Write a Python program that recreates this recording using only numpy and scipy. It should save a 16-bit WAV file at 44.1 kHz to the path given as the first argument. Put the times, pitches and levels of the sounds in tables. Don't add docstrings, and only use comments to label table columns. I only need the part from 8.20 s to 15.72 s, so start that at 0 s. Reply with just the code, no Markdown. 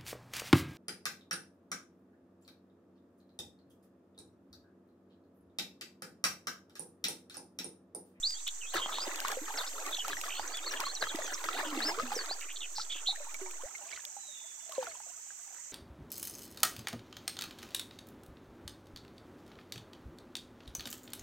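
import sys
import numpy as np
from scipy import signal
from scipy.fft import rfft, irfft
from scipy.io import wavfile
from scipy.ndimage import uniform_filter1d

SR = 44100
rng = np.random.default_rng(int(sys.argv[2]) if len(sys.argv) > 2 else 0)


def unload_audio(sound):
    columns = np.transpose(np.atleast_2d(sound))
    steps = np.round(np.clip(columns, -1, 1) * 32767)
    wavfile.write(sys.argv[1], SR, steps.astype(np.int16))


N = 331632
TIME = np.arange(N) / SR


def undb(db):
    return 10 ** (np.asarray(db) / 20)


def unit(x):
    return x / np.sqrt(np.mean(x ** 2))


def curves(table):
    s, *columns = np.transpose(table)
    return [np.interp(TIME, s, column) for column in columns]


def colour(x, points):
    hz, db = np.transpose(points)
    size = 2048
    f = np.maximum(np.fft.rfftfreq(size, 1 / SR), 1)
    octaves_below = np.maximum(np.log2(hz[0] / f), 0)
    octaves_above = np.maximum(np.log2(f / hz[-1]), 0)
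    gain_db = np.interp(np.log(f), np.log(hz), db)
    gain_db = gain_db - 20 * octaves_below - 40 * octaves_above
    cepstrum = irfft(np.log(undb(gain_db)))
    cepstrum[1:size // 2] *= 2
    cepstrum[size // 2 + 1:] = 0
    response = irfft(np.exp(rfft(cepstrum)))
    return signal.fftconvolve(x, response[None], axes=1)[:, :N]


def walk(rate):
    k = int(SR / rate)
    steps = np.repeat(rng.standard_normal(N // k + 1), k)
    return 1.54 * uniform_filter1d(uniform_filter1d(steps, k), k)[:N]


def noise(side):
    common, apart = rng.standard_normal((2, N))
    return np.array([common + side * apart, common - side * apart])


def pan(db):
    return undb(np.array([[.5], [-.5]]) * db)


def add(out, s, sound):
    i = int(np.clip(s * SR, 0, N - 1))
    out[:, i:i + sound.shape[-1]] += sound[..., :N - i]


def lagged(x, ms):
    turn = np.exp(-2j * np.pi * np.fft.rfftfreq(N, 1 / SR) * ms / 1000)
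    return np.array([irfft(rfft(x[0]) * turn, N), x[1]])


def banks(x, early_s, early_db, late_s, late_db):
    t = np.arange(SR // 2) / SR
    early = rng.standard_normal((2, len(t))) * np.exp(-t / early_s) * np.sqrt(2 / (early_s * SR))
    late = rng.standard_normal((2, len(t))) * np.exp(-t / late_s) * np.sqrt(2 / (late_s * SR))
    echo = undb(early_db) * early + undb(late_db) * late
    return x + signal.fftconvolve(x.mean(axis=0)[None], echo, axes=1)[:, :N]


def bubble(hz, t60, rise, onset=1.0):
    t60 = max(t60, .001)
    t = np.arange(int(t60 * SR)) / SR
    cycles = np.cumsum(hz * 2 ** (rise * t / t60)) / SR
    decay = np.exp(-np.log(1000) * t / t60)
    swell = 1 - np.exp(-cycles / onset)
    ring = np.sin(2 * np.pi * cycles) * decay * swell
    return ring / np.abs(ring).max()


def bubble_cloud(low_hz, high_hz, cycles, scatter_db, glide, count, onset=0.48):
    out = np.zeros((2, N))
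    for when, size, life, force, place, bend in rng.random((count, 6)):
        hz = low_hz * (high_hz / low_hz) ** (size ** 0.756)
        strength = undb(-scatter_db * np.log(1 - .96 * force))
        ring = bubble(hz, cycles * (.5 + life) / hz, glide * (bend - .3), onset)
        add(out, when * N / SR, strength * ring * pan(8 * (2 * place - 1)))
    return unit(out)


# (time_s, level_db before FLOW_TRIM_DB)
FLOW = [(0.0, -60.5), (0.58, -57.5), (0.71, -38), (1.03, -56), (1.44, -51.5), (2.78, -47.5), (3.06, -39),
        (3.26, -43.5), (3.56, -40.5), (3.86, -41.5), (4.06, -42.5), (4.36, -56), (5.23, -53), (6.22, -74.5),
        (6.47, -67.5), (6.64, -45), (6.92, -79), (7.52, -79)]
FLOW_TRIM_DB = -5.5
# (crest_s, level_db, build_up_s)
SLOSHES = [(0.544, -33, 0.0057), (0.88, -41, 0.031), (1.111, -39, 0.19), (1.419, -40, 0.15),
           (1.71, -42.5, 0.17), (1.90, -39.5, 0.031), (2.06, -40.5, 0.047), (2.32, -47, 0.24),
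           (2.45, -48.5, 0.061), (2.54, -41, 0.066), (2.599, -35.5, 0.0014), (2.822, -38.5, 0.0072),
           (2.955, -43.5, 0.013), (3.24, -39, .001), (3.39, -38.5, 0.051), (3.69, -39, 0.24),
           (3.93, -40, 0.013), (4.758, -52, 0.0094), (5.73, -58.5, 0.22), (5.44, -60.5, 0.059),
           (6.51, -59, 0.0066), (6.89, -62, 0.024), (7.34, -61.5, 0.04)]
DRAIN_S = 0.04


def swirl():
    flow_db, = curves(FLOW)
    power = undb(flow_db + FLOW_TRIM_DB) ** 2
    for crest, db, build_s in SLOSHES:
        wave = np.exp(-np.maximum((crest - TIME) / build_s, (TIME - crest) / DRAIN_S))
        power = power + (undb(db) * wave) ** 2
    return 10 * np.log10(power)


# (freq_hz, gain_db)
SLOSH_COLOUR = [(60, 9.5), (130, -30), (200, -25), (290, -10), (600, -4), (1300, 4), (1850, 3.5),
                (2250, -0.5), (3500, 5), (5000, 2), (8000, -26)]


def sloshing(slosh_db, fizz_db=-10, gurgle_db=-2.5, wash_db=-8):
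    bubbles = bubble_cloud(220, 2200, cycles=20, scatter_db=2.8, glide=.8, count=4000, onset=2)
    fizz = bubble_cloud(2000, 7000, cycles=36, scatter_db=2, glide=.4, count=2400, onset=4)
    gurgles = bubble_cloud(330, 2400, cycles=45, scatter_db=2.4, glide=1.3, count=1200, onset=6)
    bursts = undb(1.4 * walk(60))
    water = bursts * (bubbles + undb(gurgle_db) * gurgles)
    water = water + undb(fizz_db) * fizz + undb(wash_db) * noise(0)
    return unit(colour(water, SLOSH_COLOUR)) * undb(slosh_db)


# (freq_hz, side_minus_mid_db)
WATER_WIDTH = [(100, -51), (400, -10), (1000, -8), (1600, -7), (2200, 4.5), (3000, 2.5), (6000, -8)]


def widen(x):
    t = np.arange(SR // 50) / SR
    scatter = rfft(rng.standard_normal(len(t)) * np.exp(-t / .004), 2 * len(t))
    smear = irfft(scatter / np.abs(scatter))[:len(t)]
    mid = x.mean(axis=0)
    side = signal.fftconvolve(mid, smear)[:N]
    return mid + np.array([[1], [-1]]) * colour(side[None], WATER_WIDTH)


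# (freq_hz, gain_db)
SPRAY_COLOUR = [(5000, -22.5), (8500, 6), (10000, -14), (13000, 2), (15500, -7)]


def spray(slosh_db):
    fizz = unit(colour(noise(0.028) * undb(3.2 * walk(700)), SPRAY_COLOUR))
    return fizz * (undb(-65.0) + undb(-56.0 + 0.96 * (slosh_db + 44.5)))


def droplets(slosh_db, drop_db=-57):
    plinks = bubble_cloud(1500, 5500, cycles=22, scatter_db=6, glide=.3, count=800)
    return plinks * undb(drop_db + 0.51 * (slosh_db + 41.5))


# (time_s, level_db before a 0.5 dB lift, left_minus_right_db)
DRONE = [(0, -46.5, -4), (1.8, -46.5, -4), (2.3, -48.5, -7), (7.5, -49.5, -8)]
# (freq_hz, gain_db)
DRONE_COLOUR = [(4800, -13), (5500, -8.5), (5950, 5.5), (6250, 1.5), (6600, 6.5), (7200, 5), (7600, 6),
                (8100, 3), (8600, -3), (9300, -60)]


def insects():
    level_db, pan_db = curves(DRONE)
    voices = rng.standard_normal((2, N)) * undb(0.83 * walk(150))
    chorus = unit(colour(voices, DRONE_COLOUR)) * undb(level_db + 0.5) * pan(pan_db)
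    hz = np.interp(TIME, [1, 2.3], [11680, 11830]) + 35 * walk(570)
    swell = np.interp(TIME, [.9, 1.25, 2.1, 2.35], [0.079, 0.56, 0.58, 0.086])
    return chorus + undb(-52.5) * swell * np.sin(2 * np.pi * np.cumsum(hz) / SR)


# (freq_hz, gain_db)
BROOK_COLOUR = [(40, -12), (100, -13), (180, -7), (350, -9), (800, -2.5), (2200, -1), (3000, -3),
                (5000, -14)]


def brook():
    trickle = bubble_cloud(450, 4500, cycles=35, scatter_db=5, glide=.7, count=900)
    return undb(-63) * unit(colour(unit(noise(0.97)) + undb(-18) * trickle, BROOK_COLOUR))


NOTE_ATTACK_S = 0.011
RASP_PER_S = 1500
TRILL_CHOP_HZ = 746


def note(length, start, middle, end, depth, rate, rasp):
    u = np.linspace(0, 1, int(length * SR))
    arc = np.polyval(np.polyfit([0, .5, 1], [start, middle, end], 2), u)
    waver, flutter = (np.interp(u, np.linspace(0, 1, len(r)), r) for r in rng.standard_normal((2, 20)))
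    jitter = np.interp(u * length * RASP_PER_S, np.arange(400), rng.standard_normal(400))
    beat = 2 * np.pi * np.cumsum(rate * (1 + .3 * waver)) / SR
    trill = depth * (np.sin(beat) + 0.256 * flutter)
    hz = arc + trill + 45 * waver + rasp * jitter
    pulse = 1 - min(abs(depth) / TRILL_CHOP_HZ, .5) * np.cos(beat)
    swell = np.interp(u, [0, min(NOTE_ATTACK_S / length, .3), .7, 1], [0, 1, .9, 0])
    return pulse * swell * undb(2.2 * flutter) * np.sin(2 * np.pi * np.cumsum(hz) / SR)


QUIVER_HZ, QUIVER_PER_S = 65.5, 350
WHISTLE_RASP_HZ = 28


def whistle(length, start, middle, end):
    return note(length, start, middle, end, QUIVER_HZ, QUIVER_PER_S, WHISTLE_RASP_HZ)


# (start_s, length_s, start_hz, middle_hz, end_hz, level_db, fade_db)
ARCHES = [(0.025, 0.076, 3230, 4500, 4900, -29, -3), (0.083, 0.085, 4930, 4750, 4300, -34, 6),
          (0.797, 0.062, 4220, 5000, 4700, -36, -0.5), (2.315, 0.042, 4150, 4600, 4300, -47, -5),
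          (2.334, 0.038, 3280, 3490, 3500, -39.5, 0), (2.367, 0.03, 3350, 3350, 2720, -37.5, 2),
          (2.455, 0.049, 4050, 4420, 3650, -37.5, -1), (2.647, 0.046, 3620, 4340, 3800, -36.5, 3),
          (2.687, 0.04, 4040, 4200, 4730, -37.5, 9), (3.614, 0.11, 3350, 5110, 4710, -32, 0),
          (4.086, 0.057, 3520, 4390, 5000, -42, -15)]


def arched_whistles():
    song = []
    for s, length, start, middle, end, db, fade_db in ARCHES:
        tone = whistle(length, start, middle, end)
        song.append((s, tone * undb(db - np.linspace(0, fade_db, len(tone)))))
    return song


# (start_s, level_db before the tick trim and tone)
TICKS = [(0.106, -31), (0.278, -21.5), (0.568, -27), (0.958, -25.5), (1.002, -20), (1.082, -21.5),
         (1.1168, -23), (1.6638, -26), (1.881, -24), (2.013, -23.5), (2.3707, -26.5), (2.603, -19.5),
         (2.9578, -27), (3.241, -27), (4.059, -30), (4.209, -32), (5.1425, -27), (5.31, -34.5),
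         (5.851, -26), (6.494, -34), (6.521, -29.5)]
# (freq_hz, gain_db)
TICK_COLOUR = [(800, -10), (2000, -2), (4000, 1), (7000, -1), (10000, -6), (15000, -9)]


def gravel(tick_db=4):
    out = np.zeros((2, N))
    t = np.arange(SR // 40) / SR
    for s, db in TICKS:
        skid = rng.standard_normal(len(t)) * np.exp(-t / .002) * (1 - np.exp(-t / .0003))
        add(out, s, undb(db + tick_db) * skid / np.abs(skid).max())
    return colour(out, TICK_COLOUR)


# (start_s, length_s, start_hz, end_hz)
FAR_SWEEPS = [(0.137, 0.072, 3160, 4230), (0.457, 0.07, 3080, 4700), (1.729, 0.078, 6420, 5080),
              (1.943, 0.067, 6200, 4800), (2.139, 0.1, 4160, 5300), (2.42, 0.06, 3610, 4000),
              (2.632, 0.072, 3070, 3700), (2.835, 0.097, 3170, 3530), (3.022, 0.1, 3530, 2690)]
FAR_SWEEP_DB = -48
FAR_BEND = .3


def far_sweeps():
    out = np.zeros((2, N))
    for s, length, start, end in FAR_SWEEPS:
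        middle = start + FAR_BEND * (end - start)
        add(out, s, undb(FAR_SWEEP_DB) * whistle(length, start, middle, end))
    return out


# (start_s, length_s, start_hz, end_hz, level_db,
#          trill_depth_hz with minus for rising loud strokes, trills_per_s, rasp_hz)
BUZZES = [(0.264, 0.0346, 3200, 3530, -33.5, 290, 350, 220),
          (0.549, 0.07, 4070, 3320, -38.5, 501, 117, 300), (0.611, 0.066, 3130, 3200, -36, 132, 270, 111),
          (0.714, 0.12, 3640, 3960, -38.5, 397, 91, 250), (1.461, 0.033, 4070, 5070, -39.5, -750, 85, 100),
          (1.742, 0.013, 3480, 3700, -34.5, 400, 69, 100), (1.762, 0.015, 3160, 3070, -38, 498, 50, 200),
          (1.783, 0.05, 3260, 2860, -34, 148, 61, 60), (1.909, 0.03, 3830, 3510, -39.5, 606, 143, 300),
          (2.087, 0.13, 2600, 3390, -41.5, 398, 70, 200), (2.558, 0.029, 3260, 2700, -40, 350, 93, 350),
          (3.009, 0.08, 7000, 5920, -40.5, 403, 88, 300), (3.131, 0.025, 6300, 5400, -34.5, 500, 200, 200),
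          (3.324, 0.085, 3580, 4130, -43.5, 496, 63, 302), (3.441, 0.077, 3260, 2700, -43.5, 200, 116, 220),
          (4.204, 0.048, 2740, 2330, -43, 294, 65, 330), (4.281, 0.05, 2370, 2980, -43, 366, 120, 280),
          (4.355, 0.027, 4230, 3330, -41.5, 450, 105, 200), (4.401, 0.066, 3700, 2340, -39, 400, 79, 140),
          (4.55, 0.094, 4880, 5050, -38.5, -780, 165, 380),
          (4.694, 0.062, 3300, 3370, -36.5, 205, 1100, 168),
          (4.735, 0.083, 3130, 2880, -42.5, 220, 53, 320), (4.856, 0.031, 3000, 3980, -36.5, 300, 340, 101),
          (4.867, 0.063, 3960, 3900, -27.5, 220, 236, 50)]


def buzzes():
    song = []
    for s, length, start, end, db, depth, rate, rasp in BUZZES:
        middle = (start + end) / 2
        song.append((s, undb(db) * note(length, start, middle, end, depth, rate, rasp)))
    return song


# (start_s, length_s, start_hz, end_hz, level_db)
SLURS = [(0.407, 0.065, 3110, 2540, -42.5), (1.364, 0.055, 6870, 3720, -35.5),
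         (1.722, 0.026, 3980, 3430, -32.5), (2.276, 0.0062, 5200, 6600, -32),
         (2.504, 0.024, 6450, 5560, -37), (2.75, 0.0059, 6260, 5740, -30.5),
         (2.753, 0.0307, 4900, 3890, -39), (2.804, 0.039, 5400, 3900, -35.5),
         (2.881, 0.039, 4590, 3330, -37.5), (3.942, 0.093, 6570, 4450, -37.5)]
SLUR_BEND = .87


def slurs():
    song = []
    for s, length, start, end, db in SLURS:
        middle = start + SLUR_BEND * (end - start)
        song.append((s, undb(db) * whistle(length, start, middle, end)))
    return song


def rumble_cut(x):
    return signal.sosfilt(signal.butter(4, 200, "highpass", fs=SR, output="sos"), x)


# (start_s, peak_db, pitch_hz, pitch_rise_octaves over the ring, ring_s)
GULPS = [(0.549, -37, 336, 0.39, 0.12), (0.876, -35, 350, 0.097, 0.033), (1.17, -31.5, 515, 0.12, 0.083),
         (1.214, -41, 289, 0.8, 0.12), (2.945, -30.5, 305, 0.34, 0.035), (3.43, -36, 634, -0.65, 0.12),
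         (3.463, -41, 304.7, 0, 0.53), (3.522, -38, 290, -1.54, 0.45), (3.571, -31, 329, -0.33, 0.089),
         (3.649, -38.5, 286.3, 1.6, 0.41), (3.777, -35, 435, 1.5, 0.2), (3.828, -37.5, 254, -0.3, 0.24),
         (3.964, -30.5, 424, 1.1, 0.048), (4.887, -37, 760, 0.02, .06), (4.926, -43, 885, -0.71, 0.086),
         (5.003, -42, 592, -0.1, 0.11), (5.069, -42.5, 862, 0.68, 0.064), (5.214, -38.5, 388, -0.31, 0.26),
         (5.26, -45, 925, -0.0088, 0.12), (5.434, -39.5, 488, 2.4, 0.17), (5.966, -42, 810, -0.073, 0.075),
         (6.493, -43.5, 655, -0.097, 0.088), (6.521, -43.5, 1230, -1.3, 0.09),
         (6.58, -25.5, 539, -0.32, 0.13), (6.672, -41, 700, -0.46, 0.15)]


def gulps():
    rings = np.zeros((2, N))
    for s, db, hz, glide, ring_s in GULPS:
        add(rings, s, undb(db) * bubble(hz, ring_s, glide, onset=0.51))
    return rumble_cut(rings)


# (start_s, peak_db, pitch_hz, ring_s)
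PLOPS = [(0.555, -28, 1310, 0.034), (0.564, -26, 1650, 0.034), (0.574, -29, 1310, .03),
         (0.595, -32, 1045, 0.038), (0.658, -24.5, 890, 0.0052), (0.682, -38, 795, 0.022),
         (0.69, -32.5, 1260, 0.033), (0.721, -35, 1280, .035), (0.782, -26.5, 950, 0.014),
         (0.866, -33.5, 575, 0.028), (1.047, -22, 1090, 0.014), (1.087, -32, 1080, 0.035),
         (1.123, -36, 770, 0.038), (1.278, -35, 1240, 0.031), (1.579, -34.5, 1295, 0.027),
         (1.782, -40, 775, 0.032), (1.846, -29.5, 1290, 0.029), (1.879, -28.5, 796, 0.014),
         (1.929, -28.5, 1660, 0.021), (1.967, -31, 1880, 0.015), (2.035, -32.5, 1255, 0.033),
         (2.079, -35.5, 1120, 0.046), (2.193, -25.5, 843, 0.018), (2.534, -31.5, 1710, 0.033),
         (2.601, -38, 1150, 0.012), (2.637, -30, 1220, 0.016), (2.665, -30.5, 1100, 0.055),
         (2.822, -23, 1574, .022), (2.824, -29.5, 630, 0.018), (2.837, -26, 1650, 0.026),
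         (2.867, -31, 1250, .025), (2.985, -29.5, 622, 0.036), (3.018, -35, 1850, 0.024),
         (3.076, -33.5, 1420, 0.017), (3.103, -37, 1570, 0.023), (3.122, -34, 1670, .02),
         (3.238, -33, 1420, .012), (3.285, -22.5, 1290, 0.024), (3.396, -32, 1710, 0.038),
         (3.602, -29, 1650, 0.028), (3.785, -27.5, 1200, 0.019), (3.795, -25, 1247, 0.051),
         (3.916, -29, 825, 0.06), (3.988, -30, 1620, 0.011), (4.109, -29.5, 750, 0.01),
         (4.58, -32.5, 850, 0.042), (4.595, -34.5, 1326, 0.033), (4.957, -38.5, 1800, .025),
         (5.142, -39, 2240, 0.043), (5.549, -38.5, 2120, 0.026), (5.725, -38.5, 2230, 0.047),
         (5.773, -41.5, 1470, 0.02), (6.549, -42, 4070, .015), (6.625, -30.5, 874, 0.023),
         (6.667, -35, 1390, 0.024), (6.693, -50, 4280, 0.064), (6.712, -46, 2150, .02),
         (6.75, -45, 970, 0.04), (6.8, -42.5, 845, 0.026), (7.103, -42.5, 1590, 0.022)]


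def plops(rise=0.11, slap_share=0.32, splat_db=-9):
    rings, splats = np.zeros((2, 2, N))
    t = np.arange(SR // 20) / SR
    for s, db, hz, ring_s in PLOPS:
        onset_s = s + .002
        add(rings, onset_s, undb(db) * bubble(hz, ring_s, rise, onset=.7))
        slap = np.exp(-t / (slap_share * ring_s)) + np.exp(-t / 0.001)
        add(splats, onset_s, undb(db + splat_db) * rng.standard_normal(len(t)) * slap)
    splat_colour = [(70, 3.5), (180, -8.5), (350, -6.0), (1700, 4.0), (2300, -4.5), (6000, -2.5)]
    return rumble_cut(rings) + colour(splats, splat_colour)


# (start_s, length_s, start_hz, end_hz, level_db)
GURGLES = [(1.301, 0.013, 774, 1100, -35.5), (3.338, .036, 600, 1080, -40.5),
           (3.381, 0.035, 758, 1340, -35), (3.52, 0.023, 940, 1370, -38), (3.694, 0.042, 773, 1100, -36.5),
           (5.39, 0.04, 790, 1513, -48.5), (6.547, 0.052, 1130, 890, -47)]


def gurgling():
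    out = np.zeros((2, N))
    for s, length, start, end, db in GURGLES:
        u = np.linspace(0, 1, int(length * SR))
        hz = start * (end / start) ** (u ** 1.37)
        add(out, s, undb(db) * np.sin(np.pi * u) * np.sin(2 * np.pi * np.cumsum(hz) / SR))
    return out


POUR_S = 4.76
DRIBBLE_DB, DRIBBLE_FOLLOW = -59, 0.41


def dribble(slosh_db):
    drops = bubble_cloud(560, 3000, cycles=50, scatter_db=2.6, glide=0.7, count=520, onset=2.5)
    tipped = np.clip((TIME - POUR_S) / 0.21, 0, 1)
    return drops * tipped * undb(DRIBBLE_DB + DRIBBLE_FOLLOW * (slosh_db + 57.0))


# (middle_s, spread_s, level_db)
SHOWERS = [(5.74, 0.04, -50), (6.61, 0.08, -58)]


def showers():
    patter = bubble_cloud(1500, 5500, cycles=20, scatter_db=4, glide=.5, count=2400)
    level = np.zeros(N)
    for s, spread, db in SHOWERS:
        level += undb(db) * np.exp(-.5 * ((TIME - s) / spread) ** 2)
    return patter * level


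# (time_s, pitch_hz, level_db)
FAR_SLIDES = [
    [(5.93, 3990, -70), (6.02, 3970, -58.5), (6.12, 3850, -58), (6.25, 3670, -61), (6.34, 3500, -72)],
    [(6.07, 3850, -55), (6.16, 3540, -55), (6.25, 3450, -57), (6.42, 3480, -64), (6.48, 3470, -65)],
]


def far_slides():
    out = np.zeros((2, N))
    for slide in FAR_SLIDES:
        hz, db = curves(slide)
        sounding = (TIME > slide[0][0]) & (TIME < slide[-1][0])
        tone = np.sin(2 * np.pi * np.cumsum(hz + 14 * walk(200)) / SR)
        out = out + sounding * undb(db) * tone * pan(-5.5)
    return out


def birds():
    out = np.zeros((2, N))
    for s, sound in arched_whistles() + slurs() + buzzes():
        add(out, s, sound * pan(-1 + rng.standard_normal()))
    return lagged(out, -0.021)


def far_birds():
    return banks(far_sweeps() + far_slides(), early_s=.02, early_db=-4, late_s=.08, late_db=-6)


def scene():
    slosh_db = swirl()
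    pan_water = widen(sloshing(slosh_db) + gulps() + plops() + gurgling() + dribble(slosh_db))
    water = banks(pan_water, early_s=.01, early_db=-16, late_s=.1, late_db=-25)
    bright = lagged(spray(slosh_db) + gravel(), .33)
    song = banks(birds(), early_s=.012, early_db=-9, late_s=.1, late_db=-19)
    return water + droplets(slosh_db) + showers() + bright + song + far_birds() + insects() + brook()


TOP_HZ = 15800


def record(dry):
    offset = undb(-44.0) * np.interp(TIME, [5.456, 5.462], [1, 0])
    return signal.sosfilt(signal.ellip(8, .2, 70, TOP_HZ, fs=SR, output="sos"), dry + offset)


dry = scene()
out = record(dry)
unload_audio(out)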